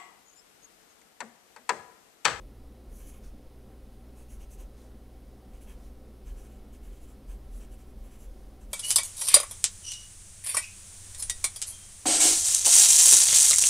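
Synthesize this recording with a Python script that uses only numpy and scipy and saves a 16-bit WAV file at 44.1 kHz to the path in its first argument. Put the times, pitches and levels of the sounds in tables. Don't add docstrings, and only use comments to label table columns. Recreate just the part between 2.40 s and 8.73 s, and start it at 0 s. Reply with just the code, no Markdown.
import sys
import numpy as np
from scipy import signal
from scipy.fft import rfft, irfft
from scipy.io import wavfile
from scipy.ndimage import uniform_filter1d

SR = 44100
rng = np.random.default_rng(int(sys.argv[2]) if len(sys.argv) > 2 else 0)


def volts_from_db(level):
    exponent = np.asarray(level, float) / 20
    return 10 ** exponent


def unload_audio(sound):
    columns = np.transpose(np.atleast_2d(sound))
    steps = np.round(np.clip(columns, -1, 1) * 32767)
    wavfile.write(sys.argv[1], SR, steps.astype(np.int16))


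N = 279153


def pencil():
    # (peak time [s], length [s], strength [dB],
    #   speed, lifts the upper ring [dB], pressure, lifts the wooden shaft [dB])
    strokes = [(0.009, 0.07, -85.0, 5.0, 0.0), (0.549, 0.11, -71, 3.5, -11),
               (0.576, 0.06, -67.5, 4.0, -19.0), (0.603, 0.053, -72, 5, 3), (0.645, 0.13, -68.5, 1, -1),
               (0.686, 0.055, -64.5, 4, -8.5), (0.748, 0.072, -72.0, 3.5, 4.5),
               (1.526, 0.055, -81.0, 3.0, -5.0), (1.793, 0.089, -70.5, 1.0, -3.0),
               (1.919, 0.077, -66.0, 0.5, -6.0), (2.021, 0.057, -68, -2.0, 0.5),
               (2.125, 0.057, -63.5, -1.0, -9), (2.202, 0.06, -65.5, -3.5, -2.0),
               (3.149, 0.074, -74.5, -5.0, 2.5), (3.225, 0.048, -69.5, 3, -2), (3.298, 0.075, -69, 0.5, 6),
               (3.879, 0.064, -68.0, -6.0, 1.5), (3.992, 0.078, -68.5, -1.5, -2.5),
               (4.054, 0.057, -70.5, -3.5, 1.0), (4.127, 0.12, -76.5, -1.0, 2.5),
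               (4.344, 0.052, -70.5, -2, 0.0), (4.452, 0.081, -73.5, 0.0, 3.0),
               (4.545, 0.091, -73.0, -4.0, 1.5), (4.631, 0.058, -70.5, 1, -3),
               (4.697, 0.069, -71.0, -3.0, 1.5), (4.906, 0.071, -67.5, -3.5, 1.0),
               (5.149, 0.097, -72.5, 3.5, -8.0), (5.169, 0.056, -70.0, -5.0, -8.0),
               (5.219, 0.066, -67.5, -6, 2.0), (5.33, 0.047, -70, 1.0, -2), (5.401, 0.066, -71, -4.5, 0.5),
               (5.484, 0.076, -79.0, 2, -11.0), (5.657, 0.07, -75, 2.0, 3.0), (5.733, 0.079, -70.5, 0, 2),
               (5.818, 0.077, -67.5, 0.5, -4.0), (6.224, 0.05, -69, -8.0, -4), (6.326, 0.05, -65.5, 0, -5)]
    # (peak time [s], length [s], level [dB])
    slides = [(0.851, 0.075, -63), (2.402, 0.13, -67), (3.396, 0.055, -69.5), (3.446, 0.084, -67),
              (5.922, 0.106, -71.5), (6.002, 0.11, -71), (6.085, 0.14, -76)]
    out = np.zeros(N + 2 * SR)
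    grips = rng.standard_normal((len(strokes), 3, 2, 5))
    slants = rng.standard_normal(len(strokes))
    for row, grip, slant in zip(strokes, grips, slants):
        sound = stroke(row, grip, slant)
        start = round((1 + row[0] - row[1]) * SR)
        out[start:][:len(sound)] += sound
    for peak_s, length_s, level_db in slides:
        sound = slide(length_s, level_db)
        start = round((1 + peak_s - length_s) * SR)
        out[start:][:len(sound)] += sound
    return out[SR:SR + N]


def stroke(row, grip, slant):
    # (frequency [Hz], width [Hz], level [dB], gain per dB of lean [dB])
    shaft = [(1035, 600, -1.5, -0.35), (1670, 320, -4.5, -.5), (2320, 350, -3.5, -.4), (2755, 630, -1.5, 0),
             (3130, 330, -5, -0.6)]
    middle = [(6000, 660, -1, -0.12), (6580, 510, 0, -.9), (7460, 550, 0, .8), (8200, 450, -2, 0.58),
              (8840, 450, -3, .1)]
    upper = [(9520, 450, -4, -0.78), (10180, 410, -2, -.2), (10830, 550, 1, 0.55), (11700, 450, -1.5, -.6),
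             (12500, 500, -8, .1)]
    # (frequency [Hz], level [dB])
    paper = [(800, -3), (1500, -6), (3000, -9), (4500, -2), (5200, -7), (6000, -4), (12000, -5.5),
             (13050, -3), (13600, 3), (14300, 0), (14900, 2), (15700, 1)]
    peak_s, length_s, strength_db, speed_db, pressure_db = row
    lean_db = -3.5 + 1.3 * peak_s + 0.5 * slant
    fibres, swell = rub(length_s)
    rasp_db = -0.3 + np.mean([0, speed_db, pressure_db])
    sound = volts_from_db(rasp_db) * colour(fibres, paper)
    sound += ring(fibres, middle, lean_db, grip[0])
    sound += volts_from_db(speed_db) * ring(fibres, upper, lean_db, grip[1])
    sound += volts_from_db(pressure_db) * ring(fibres, shaft, speed_db - pressure_db, grip[2])
    return volts_from_db(strength_db) * swell * sound


def slide(length_s, level_db):
    # (frequency [Hz], level [dB])
    skin = [(1500, -0.5), (3000, -6.5), (4800, -3.5), (6200, 0), (7700, -5.5), (9000, -1), (10500, -4.5),
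            (12500, -9), (15700, -18)]
    fibres, swell = rub(length_s)
    return volts_from_db(level_db) * swell * colour(fibres, skin)


def rub(length_s, fibres_per_s=16000, spread_db=1.6, flutter_db=1.0, rise=0.37, flat=2.5):
    t = np.arange(-length_s, 1.1 * length_s, 1 / SR)
    side_share = np.where(t < 0, rise, 1 - rise)
    speed = np.exp(-abs(t / side_share / length_s) ** flat)
    hit, size, side, grain = rng.random((len(t), 4)).T
    snaps = hit < fibres_per_s / SR
    fibres = snaps * np.sign(side - 0.5) * volts_from_db(-spread_db * np.log(size + 1e-4))
    tooth = evened(uniform_filter1d(grain - 0.5, size=200))
    return fibres, speed * volts_from_db(flutter_db * tooth)


def ring(x, modes, lean_db, grip, grip_db=2.5, shift=0.013):
    hz = np.fft.rfftfreq(len(x), 1 / SR)[:, None]
    mode_hz, width_hz, level_db, response = np.transpose(modes)
    level_db = level_db + lean_db * response + grip_db * grip[0]
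    mode_hz = mode_hz * (1 + shift * grip[1])
    power = volts_from_db(2 * level_db) / (1 + (2 * (hz - mode_hz) / width_hz) ** 2) ** 2
    return evened(irfft(rfft(x) * np.sqrt(power.sum(axis=1)), len(x)))


def desk():
    # (start [s], length [s], level [dB])
    pushes = [(0.0, 0.039, -45.5), (0.054, 0.051, -51), (0.49, 0.086, -43.5), (0.607, 0.096, -46.5),
              (0.82, 0.1, -43.5), (1.392, 0.209, -53), (1.916, 0.13, -43.5), (2.04, 0.06, -49.0),
              (2.147, 0.15, -43), (2.469, 0.077, -53.5), (2.719, 0.076, -53.5), (2.819, 0.087, -49.5),
              (3.113, 0.076, -46), (3.265, 0.06, -46.5), (3.329, 0.068, -46.5), (3.426, 0.076, -47.9),
              (3.851, 0.14, -38.5), (4.156, 0.086, -51.3), (4.32, 0.066, -53.5), (4.424, 0.113, -41),
              (4.635, 0.136, -53), (4.77, 0.059, -54), (4.877, 0.1, -39), (5.016, 0.057, -44.5),
              (5.098, 0.11, -37.5), (5.264, 0.098, -45), (5.569, 0.097, -40), (5.832, 0.093, -42.5),
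              (5.993, 0.13, -49), (6.238, 0.1, -43)]
    desk_hz, spread_hz = 40.7, 1.1
    rise_s, decay_db_per_s = 0.025, 170.5
    let_go = 0.72
    rest_db, rest_waver_db = -61, 3
    shake_db = -9
    t = np.arange(N) / SR
    power = volts_from_db(2 * (rest_db + rest_waver_db * wander(3.0)))
    pull = np.zeros(N)
    for (start_s, length_s, level_db), offset in zip(pushes, rng.standard_normal(len(pushes))):
        rise = 0.5 + 0.5 * np.tanh((t - start_s) / rise_s)
        free_s = np.maximum(t - start_s - let_go * length_s, 0)
        push = (rise * volts_from_db(level_db - decay_db_per_s * free_s)) ** 2
        power = power + push
        pull = pull + offset * push
    hz = desk_hz + spread_hz * pull / power
    swing = np.sqrt(2) * np.sin(2 * np.pi * (np.cumsum(hz) / SR + rng.random()))
    shake = colour(rng.standard_normal(N), [(8, -10.5), (16, -2.5), (27, -5.5), (38, 0.5),
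                                            (52, -0.5), (75, -10), (95, -50.0)])
    return np.sqrt(power) * (swing + volts_from_db(shake_db) * shake)


def hum():
    # (frequency [Hz], level [dB], wavering [dB rms])
    tones = [(60.13, -52, 1.25), (120.65, -62.5, 1.5)]
    t = np.arange(N) / SR
    out = np.zeros(N)
    for hz, level_db, waver_db in tones:
        level = volts_from_db(level_db + waver_db * wander(4.6))
        out += np.sqrt(2) * level * np.sin(2 * np.pi * (hz * t + rng.random()))
    return out


def room(swell_db=0.6):
    # (frequency [Hz], level [dB])
    air_spectrum = [(76, -34), (130, -5.5), (146, -13.5), (198, -2.5), (258, -3), (332, -8), (513, -12),
                    (706, -16), (765, -18.5), (2000, -29), (2600, -54), (4400, -120)]
    rumble_spectrum = [(5, 5), (18, 1.5), (26, -9), (45, -8.5), (75, -8.5), (100, -16.5), (150, -26),
                       (170, -57)]
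    hiss_spectrum = [(1180, -41), (2000, -2), (3380, -2.5), (3880, -3), (4660, -5), (5030, -3.5),
                     (5480, -5.5), (7540, -9), (9520, -5), (14200, -8.5), (15700, -10)]
    # (frequency [Hz], width [Hz], lift [dB])
    room_modes = [(210.2, 10, 5), (279, 60, 2), (379, 25, 5), (412, 16, 5.5), (518, 40, 6.5),
                  (609, 22, 2.5), (759.3, 30, 10), (1072, 20, 4), (1322, 30, 5)]
    air_db, rumble_db, hiss_db = -56, -54, -69
    air = volts_from_db(air_db + swell_db * wander(4.3)) * colour(rng.standard_normal(N), air_spectrum, room_modes)
    hiss = volts_from_db(hiss_db) * colour(rng.standard_normal(N), hiss_spectrum)
    rumble = volts_from_db(rumble_db) * colour(rng.standard_normal(N), rumble_spectrum)
    return air + rumble, hiss


def echoes(x):
    echo_db, t60_s = -12.5, 0.098
    t = np.arange(SR // 4) / SR
    tail = rng.standard_normal(len(t)) * volts_from_db(-60 * t / t60_s) * (t > 0.002)
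    tail *= volts_from_db(echo_db) / np.linalg.norm(tail)
    reflected = signal.oaconvolve(x, tail)[:N]
    return (x + reflected) / np.sqrt(1 + volts_from_db(2 * echo_db))


def evened(x):
    return x / np.sqrt(np.mean(x ** 2) + 1e-20)


def read(points, hz):
    point_hz, value = np.transpose(points)
    return np.interp(np.log(hz + 1), np.log(point_hz + 1), value)


def colour(x, points, peaks=()):
    hz = np.fft.rfftfreq(len(x), 1 / SR)
    lift_db = sum(db / (1 + (2 * (hz - peak_hz) / width_hz) ** 2) for peak_hz, width_hz, db in peaks)
    return evened(irfft(rfft(x) * volts_from_db(read(points, hz) + lift_db), len(x)))


def wander(cutoff_hz):
    low_pass = signal.butter(2, cutoff_hz, fs=SR, output="sos")
    return evened(signal.sosfilt(low_pass, rng.standard_normal(N + SR))[SR:])


def scene():
    drone, hiss = room()
    mono = echoes(pencil() + hiss) + desk() + hum() + drone
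    return np.tile(mono, (2, 1))


def top_cut(x):
    return signal.sosfilt(signal.butter(12, 15910, fs=SR, output="sos"), x)


def record(dry):
    # (frequency [Hz], level [dB])
    side_spectrum = [(400, -11.5), (800, -1), (1500, -1), (2500, 0.5), (4500, 1.5), (7000, 0), (10000, 7.5),
                     (15700, 5)]
    side = volts_from_db(-82) * colour(rng.standard_normal(N), side_spectrum)
    stereo = dry + side * np.array([[1], [-1]])
    low_pass = signal.firwin(1023, 15740, window=("kaiser", 9), fs=SR)
    mix = signal.oaconvolve(stereo, low_pass[None], "same")
    return top_cut(mix)


dry = scene()
out = record(dry)
unload_audio(out)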